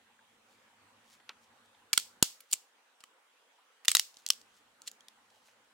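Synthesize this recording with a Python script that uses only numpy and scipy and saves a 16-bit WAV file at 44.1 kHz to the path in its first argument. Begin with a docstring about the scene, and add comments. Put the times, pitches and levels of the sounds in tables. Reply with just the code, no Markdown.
"""Stone fire pit among rocks and trees, a stream faint behind: dry sticks snap and knock near the microphone.
Snap: a first fracture and milliseconds of tearing-fibre noise, through the stick's damped resonances.
Rocks and trees return a decaying noise tail; at the loudest snap the microphone overloads with a low thump.
Bark rubs as random catches, settling wood taps as dying noise bursts. The water is shaped noise, over a drone
of wavering noise bands; a wind filter thins the lows of both after the loudest snap, then lets them back."""
import sys
import numpy as np
from scipy import signal
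from scipy.fft import rfft, irfft
from scipy.io import wavfile
from scipy.ndimage import uniform_filter1d

SR = 44100
rng = np.random.default_rng(int(sys.argv[2]) if len(sys.argv) > 2 else 0)


def wrap_up_sound(samples):
    """Save the sound to the file named by the first command line argument, as 16-bit audio."""
    columns = np.atleast_2d(samples).T
    # keep every value between -1 and 1, then stretch to whole-number steps
    tamed = np.clip(columns, -1, 1)
    steps = np.round(tamed * 32767).astype(np.int16)
    wavfile.write(sys.argv[1], SR, steps)


N = 252693

# stream spectrum, shape only: f/Hz, density/dB per Hz
STREAM_SPECTRUM = [(25, -21), (70, -16), (150, -15), (250, -3.5), (380, -11.5), (500, -2), (630, -10),
                   (800, -3), (1450, -4.5), (2100, -8), (3200, -9), (5000, -17.5), (8300, -17),
                   (12000, -22.5), (16000, -24)]
# stream level and the recorder's wind filter: t/s, level before low cut/dB, low-cut gain/dB
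STREAM_LEVELS = [(0, -67.5, -2.5), (.8, -66, 0), (2.2, -66.5, 0), (2.4, -68, -11.5), (2.8, -68, -19.5),
                 (3.8, -67, -24.5), (4.3, -66.5, -4), (5.73, -67, -3.5)]
# left-right correlation of the stream: f/Hz, correlation/1
STREAM_LIKENESS = [(60, .65), (290, .8), (640, 0.59), (1400, .33), (3100, -0.045), (7000, -.1),
                   (15000, -0.75)]
# drone bands: centre f/Hz, -6 dB width/Hz, level at 0 dB low-cut gain/dB, dB per dB of low-cut gain/1
DRONE_BANDS = [(105, 21, -87.5, 2.2), (226, 45, -83.5, 1.1)]
# bark spectrum, shape only: f/Hz, gain/dB
BARK_SPECTRUM = [(100, -30), (800, -18), (2000, -6), (3500, -1), (6500, -0.5), (9000, -6), (15000, -15.5)]
# strokes of bark on bark: t of height/s, level at height/dB, swell/s, fade/s
BARK_STROKES = [(.52, -71.5, 0.09, 0.15), (1.135, -62, 0.11, .06), (1.44, -68.5, .06, .03),
                (1.66, -74, .06, .05), (1.986, -45, 0.034, 0.043), (2.539, -44, 0.031, .008),
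                (3.889, -40, 0.011, .045), (4.195, -63.5, 0.087, 0.076), (4.58, -70, .17, .07),
                (4.878, -42, .014, .018), (5.36, -72, 0.094, 0.11), (5.48, -66, 0.093, .09)]
# taps of wood settling among stones: t/s, level before decay and high-pass/dB, f/Hz, -6 dB width/Hz, decay/s
WOOD_TAPS = [(.098, -61, 870, 250, 0.0085), (.191, -57, 1620, 350, 0.0065), (.73, -61.5, 920, 400, .0086),
             (1.2, -58, 1000, 3000, .0086), (1.292, -46.5, 1200, 1290, .011),
             (1.305, -58.5, 2200, 3200, .02), (1.2913, -45, 2730, 1810, 0.0085),
             (1.2926, -27, 3800, 3000, 0.0012), (1.747, -60.5, 3480, 600, 0.0043),
             (1.82, -63.5, 990, 400, 0.017), (3.584, -62, 987, 503, 0.012), (5.301, -60, 4500, 7000, .0046),
             (5.361, -63, 784, 303, .012), (5.484, -58, 1500, 3484, 0.0073)]
# snaps: t/s, energy as level over 10 ms/dB, tearing time/s, low mode f/Hz, middle mode f/Hz, its lift/dB,
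# top mode f/Hz, its lift/dB, thud/dB, knock/dB, brightness/dB (these three set the body curve), echo send/dB
STICK_SNAPS = [(1.9315, -23, .002, 2300, 4620, 12.5, 7340, 5, -28.5, -7.5, -8.5, -20.5),
               (1.9344, -27, .005, 2250, 4370, 4, 8350, 8, -26, 1, -3.5, -19),
               (1.9765, -19, .003, 1410, 3250, 9, 8220, 9, -16, -4.5, -8, -20),
               (1.9991, -42, .0013, 2390, 4200, 5, 7050, 6, -22.5, -9.5, -2, -19.5),
               (2.2264, -15.5, .0036, 1400, 5250, 3, 6800, 7.5, -13, -7.5, -5.5, -19.5),
               (2.4052, -52.5, .0052, 2310, 3510, 4, 5750, -1, -38, -4, 3.5, -13),
               (2.5133, -44.5, .005, 2180, 4760, 14.5, 8380, 11.5, -28, -27.5, 1.5, -22),
               (2.5267, -31, .0037, 2390, 2810, 11, 6900, 13.5, -28, -18, 1, -19.5),
               (2.5317, -23.5, .001, 2020, 4600, 0, 7850, 20.5, -15, -7, -11, -33),
               (2.536, -28.5, .004, 2380, 2710, 9, 7410, 19, -14, -7.5, -0.5, -22.5),
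               (3.0049, -58.5, .0086, 2250, 2780, 13, 5020, 10, -6.5, -8, -10, -19),
               (3.038, -51, .004, 1264, 3030, 14, 7280, 10, -7, 5.5, -7, -18),
               (3.8493, -46.5, .002, 1930, 2800, 7.5, 7300, 4.5, -19.5, 0, -5, -19),
               (3.8543, -44, .003, 1980, 2840, 13.5, 5020, 7, -26.5, -1, 0, -23),
               (3.882, -17.5, .0033, 1970, 3570, 8.5, 6800, 5, -22, -6.5, -13.5, -20),
               (3.892, -32, .0055, 2350, 2730, 9, 7320, 4.5, -25, -6, -8.5, -20.5),
               (3.9037, -39.5, .003, 2390, 3250, 5, 6760, 7, -27.5, -11.5, -5, -19),
               (3.9157, -25.5, .0033, 2110, 6800, 7, 8200, 12.5, -25.5, -5, -6, -19),
               (3.9508, -16.5, .0045, 1410, 3830, 13, 5640, 2.5, -16, -3, -5, -18.5),
               (3.969, -23.5, .0015, 1957, 4454, 4, 6760, 8.5, -20, -7, -12.5, -18),
               (3.9958, -23.5, .0022, 1980, 2750, 5, 5600, 8, -18, -8, -7.5, -23),
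               (4.1692, -54, .0025, 1920, 3810, 8.5, 5860, 8, -8, -22, -16, -16),
               (4.143, -62.5, .002, 1230, 5000, 4, 5840, 7, -12, -10, -20, -20),
               (4.2641, -34, .0017, 1950, 4240, 7.5, 5850, 12, -35, -12, -7, -28),
               (4.278, -51, .0013, 1830, 4540, 7.5, 5870, 12, -22, -14, -6, -19),
               (4.288, -39.5, .0016, 1870, 3170, 5.5, 7480, 14, -33, -15, -4.5, -16),
               (4.3032, -19.5, .0026, 1137, 3190, 10, 5400, 11, -35.5, -9, -8, -27),
               (4.4149, -59, .002, 1140, 4590, 6.5, 5810, 6.5, -15.5, -4, -16, -22),
               (4.819, -53, .0019, 1440, 4250, 12, 7110, 18, -19.5, -13, -5, -14),
               (4.8758, -38.5, .0066, 2000, 4250, 13, 7200, 13, -21.5, -13, -13, -27),
               (4.9148, -53, .0029, 1230, 4600, 1, 6870, 19, -11, -9, -1, -12),
               (5.0068, -59.5, .0025, 2340, 3240, 16, 6460, 12, -15, -15, -13, -24),
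               (5.084, -52.5, .0023, 1970, 3570, 14.5, 5320, 8.5, -13, -7, -6.5, -18)]
# resonances common to all sticks: f/Hz, half-power width/Hz, lift/dB
WOOD_MODES = [(1270, 220, 4.5), (2000, 120, 3.5), (2850, 90, 4), (3270, 80, 3.5), (3770, 99, -3),
              (4400, 360, 6), (5650, 140, 2.5), (6980, 250, 4.5), (7920, 260, 4.5)]
# level difference between the microphone's two ports: f/Hz, left minus right/dB
PORT_BALANCE = [(1000, 1.5), (3000, -0.5), (7000, -1.5), (9500, -3.5), (12500, 3.5), (15000, 6.5)]
# echo spectrum, shape only: f/Hz, gain/dB
ECHO_SPECTRUM = [(100, -31), (700, -23), (1500, -12.5), (3000, -1), (5000, 0.5), (8000, -2), (10500, -8.5),
                 (15000, -9)]
# echo decay: f/Hz, time to fall 60 dB/s
ECHO_DECAY = [(300, .25), (3000, 0.27), (8000, .31), (15000, 0.33)]

STROKE_DROP_DB = -20  # one swell before and one fade after the height
HANDLING_DB = -87.5  # steady rustle under the strokes
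SPLINTER_DB, SPLINTER_FADE_DB_PER_S = -26.5, -150  # re its snap; further drop with delay
SPLINTER_MEAN_GAP_S, SPLINTER_TEAR_S = 0.0074, .002
CEILING, EDGE_HZ = .66, 16100


def amp(db):
    """dB to amplitude ratio."""
    return 10 ** (np.asarray(db) / 20)


def unit(x):
    """Scales to rms 1."""
    return x / np.sqrt(np.mean(x ** 2) + 1e-20)


def read(points, hz):
    """Interpolates a table on a log-frequency axis."""
    f, value = np.transpose(points)
    return np.interp(np.log(hz + 1), np.log(f + 1), value)


def add(mix, s, sound):
    """Mixes a sound in at a time."""
    part = mix[:, round(s * SR):][:, :sound.shape[1]]
    part += sound[:, :part.shape[1]]


def causal(gain):
    """Minimum-phase response of a gain curve: sharp start, peaks ring on."""
    log_gain = np.log(np.maximum(gain, 1e-6))
    circle = np.concatenate([log_gain, log_gain[..., -2:0:-1]], -1)
    return np.exp(np.conj(signal.hilbert(circle)))[..., :gain.shape[-1]]


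def stream(patchy_db=2.0, size=1024, low_cut_hz=330):
    """Running water: noise with drifting patches, its lows thinned by the wind filter's low cut."""
    hop = size // 4
    frames, hz = N // hop + 5, np.fft.rfftfreq(size, 1 / SR)
    a, b, c, d, patches = rng.standard_normal((frames, len(hz), 5)).T
    patches = uniform_filter1d(patches, size=10, axis=0)
    patches = unit(uniform_filter1d(patches, size=10, axis=1))

    same = np.clip(read(STREAM_LIKENESS, hz), -1, 1)[:, None]
    left = a + 1j * b
    right = same * left + np.sqrt(1 - same ** 2) * (c + 1j * d)
    z = np.array([left, right]) * amp(read(STREAM_SPECTRUM, hz)[:, None] + patchy_db * patches)
    water = unit(signal.istft(z, nperseg=size, noverlap=size - hop)[1][:, :N])

    low = irfft(rfft(water) / (1 + (np.fft.rfftfreq(N, 1 / SR) / low_cut_hz) ** 4), N)
    s, *columns = np.transpose(STREAM_LEVELS)
    level_db, low_cut_db = (np.interp(np.arange(N) / SR, s, column) for column in columns)
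    balance = amp([[-.5], [.5]])
    return amp(level_db) * (water + (amp(low_cut_db) - 1) * low) * balance


def drone(waver_db=2, waver_hz=3):
    """Narrow noise bands that swell and fade at random, thinned along with the lows by the wind filter."""
    hz, t = np.fft.rfftfreq(N, 1 / SR), np.arange(N) / SR
    s, _, low_cut_db = np.transpose(STREAM_LEVELS)
    low_cut_db = np.interp(t, s, low_cut_db)
    out = np.zeros(N)
    for centre_hz, width_hz, db, follow in DRONE_BANDS:
        band_gain = 1 / (1 + (2 * (hz - centre_hz) / width_hz) ** 4)
        band = unit(irfft(rfft(rng.standard_normal(N)) * band_gain, N))
        swell = unit(irfft(rfft(rng.standard_normal(N)) * np.exp(-(hz / waver_hz) ** 2), N))
        out += amp(db + follow * low_cut_db) * unit(band * amp(waver_db * swell))
    return out


def rubbing(grain_db=1.0, per_s=3000, snag_per_s=90, snag_db=14, shared_gain=1.9):
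    """Tiny catches of rough bark and rarer, larger snags; each stroke swells to its height and fades."""
    catches = rng.standard_normal((3, N)) * (rng.random((3, N)) < per_s / SR)
    catches *= amp(grain_db * np.minimum(rng.exponential(1, (3, N)), 4))
    catches[0] += amp(snag_db) * rng.uniform(-1, 1, N) * (rng.random(N) < snag_per_s / SR)
    sides = catches[1:] + shared_gain * catches[0]  # row 0 reaches both sides
    colour = causal(amp(read(BARK_SPECTRUM, np.fft.rfftfreq(2 * N, 1 / SR))))
    grains = irfft(rfft(sides, 2 * N) * colour)[:, :N]

    t, power = np.arange(N) / SR, amp(HANDLING_DB) ** 2
    for s, db, swell_s, fade_s in BARK_STROKES:
        away = np.minimum(np.maximum((s - t) / swell_s, (t - s) / fade_s), 10)
        power = power + amp(db + STROKE_DROP_DB * away) ** 2
    return unit(grains) * np.sqrt(power)


def taps(bass_cut_hz=480, attack_s=0.00066):
    """Short dying noise bursts around one resonance; light wood gives almost no bass."""
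    out, t, hz = np.zeros((2, N)), np.arange(4096) / SR, np.fft.rfftfreq(4096, 1 / SR)
    for s, db, tap_hz, width_hz, decay_s in WOOD_TAPS:
        resonance = 1 / (1 + (2 * (hz - tap_hz) / width_hz) ** 2)
        ring = irfft(rfft(rng.standard_normal(len(t))) * resonance)
        fade = np.exp(-t / decay_s) * (1 - np.exp(-t / attack_s))
        add(out, s, amp(db) * unit(ring * fade)[None] * np.sqrt(np.mean(fade ** 2)))
    return signal.sosfilt(signal.butter(2, bass_cut_hz, "high", fs=SR, output="sos"), out)


def mode(hz, centre_hz, width_hz, lift_db):
    """Power that one damped resonance adds."""
    return (amp(lift_db) ** 2 - 1) / (1 + (2 * (hz - centre_hz) / width_hz) ** 2)


def snap(row, size=4096, alike=0.34, low_alike=0.36, fracture=5.6, after_db=-21, after_s=0.008,
         grain_db=3.5, pan_db=-0.4):
    """A first fracture, then a run of tearing fibres, through the stick's resonances: (direct, scattered)."""
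    (_, db, tear_s, low_hz, mid_hz, mid_db, top_hz, top_db,
     thud_db, knock_db, bright_db, echo_db) = row
    t, hz = np.arange(size) / SR, np.fft.rfftfreq(size, 1 / SR)
    tear_s = max(tear_s, .0006)

    run = np.exp(-(t / (0.87 * tear_s)) ** 2)
    run += amp(after_db) * np.exp(-t / after_s) * np.sqrt(tear_s / 0.0031)
    # fibres give way in bunches
    clumps = amp(grain_db * unit(uniform_filter1d(rng.standard_normal(size), size=24)))
    fibres = rng.standard_normal((3, size)) * run * unit(clumps)
    fibres[0, 0] += fracture
    z = rfft(fibres)
    # low tones reach both ports more alike; short waves differ
    shared = np.clip(alike + low_alike / (1 + (hz / 2200) ** 2), 0, 1)
    z = np.sqrt(shared) * z[0] + np.sqrt(1 - shared) * z[1:]
    # flatten: the stick alone sets the broad colour
    z /= causal(np.sqrt(uniform_filter1d(abs(z) ** 2, size=90, axis=1) + 1e-12))

    body_db = read([(30, thud_db - 8.0), (200, thud_db), (650, thud_db + 2.5),
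                    (1150, knock_db - 5.5), (2200, knock_db - 1.5), (2900, -0.41), (8000, -2),
                    (10800, bright_db + 3), (15000, bright_db - 4.0)], hz)
    width_hz = 0.59 / tear_s  # a brief crack is a broad one
    own = mode(hz, low_hz, 200, lift_db=9.5)
    own += mode(hz, mid_hz, width_hz, mid_db)
    own += mode(hz, top_hz, 2.5 * width_hz, top_db)
    rings = abs(1 + own + sum(mode(hz, *m) for m in WOOD_MODES))  # power
    ports = amp((pan_db + read(PORT_BALANCE, hz)) * np.array([[1], [-1]]) / 2)

    level = np.sqrt(SR / 100 / size) * amp(db)  # energy referred to 10 ms
    direct = irfft(z * causal(amp(body_db) * np.sqrt(rings) * ports))
    direct = unit(direct * np.exp(-(t / .03) ** 4))
    # leaving in all directions averages notches and peaks out
    scattered = unit(irfft(causal(amp(0.3 * body_db) * rings ** .18)))
    return level * direct, level * amp(echo_db) * scattered[None]


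def sticks(count=3):
    """Snaps, each with splinters letting go ever weaker: (direct, sent into the surroundings)."""
    direct, sent = np.zeros((2, 2, N))
    for row in STICK_SNAPS:
        s, db, _, *stick = row
        near, scattered = snap(row)
        add(direct, s, near)
        add(sent, s, scattered)
        for delay_s in np.cumsum(SPLINTER_MEAN_GAP_S * (.5 + rng.random(count))):
            splinter_db = db + SPLINTER_DB + SPLINTER_FADE_DB_PER_S * delay_s
            splinter = (s + delay_s, splinter_db, SPLINTER_TEAR_S, *stick)
            add(direct, s + delay_s, snap(splinter)[0])
    return direct, sent


def surroundings(x, build_s=.012, uneven_db=4, early_gain=0.73, early_s=0.0092):
    """Rocks and trees return a thin, bright, decaying noise tail, different on each side."""
    t = np.arange(SR // 2) / SR
    scatter = rng.standard_normal((2, len(t))) * amp(uneven_db * rng.standard_normal((2, len(t))))
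    scatter *= 1 - np.exp(-(t / build_s) ** 2)
    hz, at_s, z = signal.stft(scatter, SR, nperseg=256)
    z *= amp(-60 * at_s / read(ECHO_DECAY, hz)[:, None])
    z *= amp(read(ECHO_SPECTRUM, hz))[:, None] * (1 + early_gain * np.exp(-at_s / early_s))
    tail = signal.istft(z, SR, nperseg=256)[1]
    return signal.fftconvolve(x, tail / np.linalg.norm(tail[0]), axes=1)[:, :N]


def overload(s=2.2261, thump_db=-12.0, left_db=-15, dip_s=0.00048, swing_s=.002, swing_db=-4,
             bend_hz=980, bend_db=-19, bend_s=0.0011):
    """The microphone overloads at the loudest snap: a low lopsided thump, mostly right; with it rings the
    stick's lowest bending mode."""
    t = np.arange(SR // 20) / SR
    thump = -t / dip_s * np.exp(1 - t / dip_s)
    thump += amp(swing_db) * (t / swing_s) ** 3 * np.exp(1.5 * (1 - (t / swing_s) ** 2))
    thump = signal.sosfilt(signal.butter(1, 40, "high", fs=SR, output="sos"), thump)
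    bend = -amp(bend_db) * np.sin(2 * np.pi * bend_hz * t) * np.exp(-t / bend_s)
    out = np.zeros((2, N))
    add(out, s, amp(thump_db) * thump * amp([[left_db], [0]]) + bend)  # bend equal on both sides
    return out


def scene():
    """Water and drone, bark and taps, then the close sticks with their echo and the overload."""
    background = stream() + drone()
    handling = rubbing() + taps()
    direct, sent = sticks()
    return background + handling + direct + surroundings(sent) + overload()


def record(dry):
    """Peaks rounded off below a ceiling, then a steep low-pass."""
    rounded = dry / (1 + (dry / CEILING) ** 4) ** .25
    low_pass = signal.firwin(255, EDGE_HZ, window=("kaiser", 9), fs=SR)
    return signal.oaconvolve(rounded, low_pass[None], "same")


dry = scene()
out = record(dry)
wrap_up_sound(out)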